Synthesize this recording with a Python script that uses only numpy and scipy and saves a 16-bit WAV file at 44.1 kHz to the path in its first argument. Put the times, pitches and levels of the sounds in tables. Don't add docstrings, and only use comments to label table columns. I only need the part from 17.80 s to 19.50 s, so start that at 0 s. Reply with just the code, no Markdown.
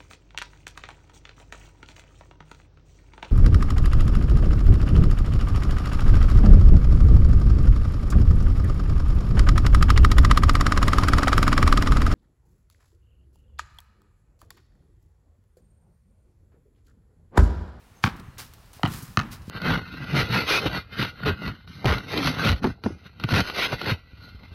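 import sys
import numpy as np
from scipy import signal
from scipy.io import wavfile

SR = 44100
rng = np.random.default_rng(int(sys.argv[2]) if len(sys.argv) > 2 else 0)


def magnitude_from_level(level_db):
    exponent = np.asarray(level_db, float) / 20
    return 10 ** exponent


def unload_wav(signal):
    wavfile.write(
        sys.argv[1],
        SR,
        np.round(np.clip(np.atleast_2d(signal).T, -1, 1) * 32767).astype(np.int16),
    )


N = 74970
T = np.arange(N) / SR

# start_s, slap_db, thump_db, crack_db, crack_top_hz
BOUNCES = [
    (0.2396, -3.5, -13, -10, 3000),
    (1.0324, -12.5, -12.5, -27, 7850),
    (1.3722, -7, -14, -22, 9000),
    (1.6978, -27, -23.5, -30, 9000),
]


def at_hz(points, hz):
    table = np.array(points)
    return np.interp(np.log(hz), np.log(table[:, 0]), table[:, 1])


def band(x, low_hz, high_hz):
    return signal.sosfilt(signal.butter(2, [low_hz, high_hz], "band", fs=SR, output="sos"), x)


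def coloured(spectrum, source, shape=lambda hz: 1):
    edges_hz = 22 * 2 ** np.arange(0, 9.7, .5)
    plain, shaped = 0, 0
    for k, (low_hz, high_hz) in enumerate(zip(edges_hz, edges_hz[1:])):
        centre_hz = np.sqrt(low_hz * high_hz)
        part = magnitude_from_level(at_hz(spectrum, centre_hz)) * band(source[k % 2], low_hz, high_hz)
        plain = plain + part
        shaped = shaped + part * shape(centre_hz)
    return shaped / np.std(plain)


def ring(clicks, hz, t60):
    radius, angle = magnitude_from_level(-60 / (t60 * SR)), 2 * np.pi * hz / SR
    poles = [1, -2 * radius * np.cos(angle), radius * radius]
    return signal.lfilter([0, np.sin(angle)], poles, clicks + 1e-18)


def swell(start, rise, t60):
    t = np.maximum(T - start, 0)
    attack = np.sin(np.pi / 2 * np.minimum(t / rise, 1)) ** 2
    return attack * magnitude_from_level(-60 * np.maximum(t - rise, 0) / t60)


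def late(x, delay):
    return np.interp(T - delay, T, x, left=0)


def town_hum():
    # pitch_hz, level_db (per Hz)
    hum_spectrum = [(13, -39), (22, 14), (125, 1), (653, -10), (750, -8.5), (885, -6.5), (5610, -23.5),
                    (6440, -22.5), (16000, -27.5)]
    return magnitude_from_level(-54) * coloured(hum_spectrum, rng.standard_normal((2, N)))


def taps():
    # start_s, level_db, pitch_hz, length_cycles
    touches = [(.112, -46, 90, 4), (.405, -42, 390, 16), (.5745, -37, 1800, 3.5), (.5775, -40, 2000, 3.5),
               (.966, -38, 110, 3), (.9875, -42, 2500, 3.5), (.9955, -31, 720, 7), (1.0145, -39, 680, 9),
               (1.232, -32, 125, 5), (1.507, -34, 110, 4), (1.595, -36, 70, 6), (1.679, -25, 170, 5),
               (1.686, -30, 70, 4)]
    out = 0
    for s, db, hz, cycles in touches:
        out = out + magnitude_from_level(db) * swell(s, 0.35 / hz, cycles / hz) * np.sin(2 * np.pi * hz * (T - s))
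    return out


def birds():
    # start_s, length_s, start_hz, end_hz, level_db
    peeps = [
        (.15, .065, 6350, 6330, -64),
        (.42, .08, 6320, 6300, -73),
        (.49, .09, 4250, 4250, -73),
        (1.45, .045, 11900, 12500, -68),
    ]
    throb_hz, throb_depth = 60, 0.67
    throb = 1 + throb_depth * np.sin(2 * np.pi * throb_hz * T)
    out = 0
    for s, length, start_hz, end_hz, db in peeps:
        part = np.clip((T - s) / length, 0, 1)
        envelope = np.sqrt(np.sin(np.pi * part) + 1e-12)
        turns = np.cumsum(start_hz + (end_hz - start_hz) * part) / SR
        out = out + magnitude_from_level(db) * throb * envelope * np.sin(2 * np.pi * turns)
    return out


def scuffs():
    # start_s, rise_s, fall_t60_s, level_db, low_share_db
    drags = [(0.22, 0.029, 0.18, -42, 9.5), (0.359, 0.0056, 0.12, -56, 3), (.394, 0.0059, 0.022, -50, 6),
             (0.5805, 0.0026, 0.064, -43, 2), (0.581, .018, 0.24, -40, 4), (.64, 0.15, 3.7, -66, 5),
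             (0.677, 0.0013, 0.013, -61.5, -17.5), (.736, 0.00089, 0.035, -48, 1.5),
             (0.856, 0.0015, 0.019, -60, -8), (.930, 0.0024, 0.11, -48, 0), (.95, 0.01, 0.6, -61, 4),
             (1.072, 0.0023, 0.15, -46.5, -2), (1.083, 0.064, 0.69, -43, 1),
             (1.224, 0.0024, 0.07, -46, -31), (1.501, 0.031, 0.14, -44, 5), (1.616, .003, 0.073, -59.5, 8),
             (1.621, 0.15, 1.0, -51, 6.5)]
    # pitch_hz, level_db (per Hz)
    grit_spectrum = [(180, -40), (300, -2.5), (645, -6), (1230, 1), (2610, -4), (6000, -2), (10200, -4.5),
                     (15000, -4.5), (16000, -12)]
    grains_per_s, spread_db, flutter_db, low_below_hz = 9000, 5, 0.5, 5000
    rubbing = rng.standard_normal((2, N))
    struck = rng.random((2, N)) < grains_per_s / SR
    strength = magnitude_from_level(spread_db * np.minimum(rng.exponential(1, (2, N)), 3))
    grains = rubbing * (0.46 + struck * strength)
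    flutter = band(rng.standard_normal(N), 17, 89)
    grains = grains * magnitude_from_level(flutter_db * flutter / flutter.std())
    high, low = 0, 0
    for s, rise, t60, db, low_db in drags:
        drag = swell(s, rise, t60)
        high = high + magnitude_from_level(db) * drag
        low = low + magnitude_from_level(db + low_db) * drag
    return coloured(grit_spectrum, grains, lambda hz: low if hz < low_below_hz else high)


def crack(s, crack_db, top_hz):
    width_s = .0005
    recoil = np.exp(-((T - s - width_s) / width_s) ** 2 * 8)
    contact = np.exp(-(2 * np.pi * top_hz * (T - s)) ** 2 / 2)
    snap = -np.diff(recoil - contact, prepend=0)
    return magnitude_from_level(crack_db) * snap / np.abs(snap).max()


def slap(k, s, slap_db):
    # pitch_hz, t60_s, first_db, second_db, third_db (last spot serves later bounces)
    ball_modes = [(735, 0.02, -12, -6.5, -18), (941, 0.03, -13.5, -8.5, -41.5),
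                  (1213, 0.021, -15.5, -2.5, -6), (1520, 0.0067, 0.5, -5.5, -4),
                  (1754, 0.026, -45, -10.5, -14.5), (2034, 0.016, -8, -7.5, -15),
                  (2530, .012, -19.5, -19, -10.5), (3000, 0.0073, -33, -6, -7.5),
                  (3630, 0.005, -12, -7, -9.5), (4210, 0.0043, -16.5, -8.5, -6.5),
                  (5490, 0.0056, -15, -51, -14), (6300, 0.0078, -64, -39, -14.5),
                  (7800, .008, -43.5, -34, -55), (11900, 0.0035, -42, -37, -33)]
    contact_s, later_db, soft_hz = .003, -5, 3000
    low_hz, top_hz = 660, 9000
    share = np.r_[0, np.sort(rng.random(5))]
    places = ((s + contact_s * share) * SR).astype(int)
    out = np.zeros(N)
    for m, (hz, t60, *spot_db) in enumerate(ball_modes):
        clicks = np.zeros(N + SR)
        later = magnitude_from_level(later_db) * rng.standard_normal(5) / (1 + (hz / soft_hz) ** 2)
        clicks[places] = np.r_[(-1) ** m, later]
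        out += magnitude_from_level(slap_db + spot_db[min(k, len(spot_db) - 1)]) * ring(clicks[:N], hz, t60)
    high_pass = signal.butter(4, low_hz, "high", fs=SR, output="sos")
    low_pass = signal.butter(2, top_hz, fs=SR, output="sos")
    return signal.sosfilt(np.vstack([high_pass, low_pass]), out)


def thump(k, s, thump_db):
    # start_hz, lag_s
    thump_starts = [(185, .0008), (260, .0048), (210, .0016), (200, .001)]
    end_hz, sag_s, rise_s = 74, .008, .0015
    hold_s, t60_s, octave_db = .0115, .028, -8.5
    start_hz, lag = thump_starts[k]
    t = np.maximum(T - s - lag, 0)
    turns = end_hz * t + (start_hz - end_hz) * sag_s * (1 - np.exp(-t / sag_s))
    envelope = magnitude_from_level(thump_db - 60 * np.maximum(t - hold_s, 0) / t60_s) * (1 - np.exp(-t / rise_s))
    return envelope * (np.sin(2 * np.pi * turns) + magnitude_from_level(octave_db) * np.sin(4 * np.pi * turns))


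def wall_echoes(k, sharp, deep):
    echo_delays = [
        [.010, .0215, .0245, .0315, .0355, .0375, .049, .057],
        [.011, .0197, .0268, .032, .040, .053],
        [.0115, .0195, .0265, .040, .047, .061],
        [],
    ]
    echo_levels = [
        [-18, -15, -12, -16, -20, -18, -23, -25],
        [-18, -6, -6, -16, -17, -22],
        [-18, -7, -10, -18, -24, -25],
        [],
    ]
    deep_db, smear_s = -14.0, .0015
    walls, out = np.zeros(SR // 10), np.zeros(N)
    for delay, db in zip(echo_delays[k], echo_levels[k]):
        facets = np.r_[1, .35 * rng.choice([-1, 1], 4)]
        places = ((delay + smear_s * np.r_[0, rng.random(4)]) * SR).astype(int)
        walls[places] += magnitude_from_level(db - 2) * facets
        out += magnitude_from_level(db + deep_db) * late(deep, delay)
    return out + signal.fftconvolve(sharp, walls)[:N]


def ball():
    out = np.zeros(N)
    for k, (s, slap_db, thump_db, crack_db, top_hz) in enumerate(BOUNCES):
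        sharp = slap(k, s, slap_db) + crack(s, crack_db, top_hz)
        deep = thump(k, s, thump_db)
        out += sharp + deep + wall_echoes(k, sharp, deep)
    return out


def court_tail():
    # pitch_hz, level_db (per Hz)
    tail_spectrum = [(50, -2.5), (100, 3), (230, 4), (520, -17.5), (1100, -5.5), (2200, -18.5), (4500, -26),
                     (9000, -84)]
    # pitch_hz, t60_s
    tail_decay = [(60, 2.57), (200, .9), (500, 0.3), (1100, 0.81), (2500, 0.86), (6000, 0.18)]
    lag_s, rise_s, early_db, early_share = .002, .018, 2, .14
    lump_db, lump_below_hz = 3.0, 450
    lumps = band(rng.standard_normal(N), 9.2, 35.8)
    lumps = magnitude_from_level(lump_db * lumps / lumps.std())

    def dying(hz):
        t60 = at_hz(tail_decay, hz)
        power = 0
        for s, _, thump_db, _, _ in BOUNCES:
            long_part = swell(s + lag_s, rise_s, t60)
            early_part = magnitude_from_level(early_db) * swell(s + lag_s, rise_s, t60 * early_share)
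            power = power + (magnitude_from_level(thump_db + 5.5) * (long_part + early_part)) ** 2
        return (lumps if hz < lump_below_hz else 1) * np.sqrt(power)

    return magnitude_from_level(-26) * coloured(tail_spectrum, rng.standard_normal((2, N)), dying)


def scene():
    hum = town_hum()
    return (ball() + court_tail() + scuffs() + taps() + birds() + hum)[None]


def roll_off(x):
    return signal.sosfilt(signal.butter(12, 16670, fs=SR, output="sos"), x)


def record(dry):
    dip_hz, dip_width_hz, dip_share = 10500, 700, .6
    low_hz, top_hz = 35, 15800
    dip = band(dry, dip_hz - dip_width_hz / 2, dip_hz + dip_width_hz / 2)
    high_pass = signal.butter(2, low_hz, "high", fs=SR, output="sos")
    low_pass = signal.cheby1(10, 1, top_hz, fs=SR, output="sos")
    mix = signal.sosfilt(np.vstack([high_pass, low_pass]), dry - dip_share * dip)
    return roll_off(mix)


dry = scene()
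out = record(dry)
unload_wav(out)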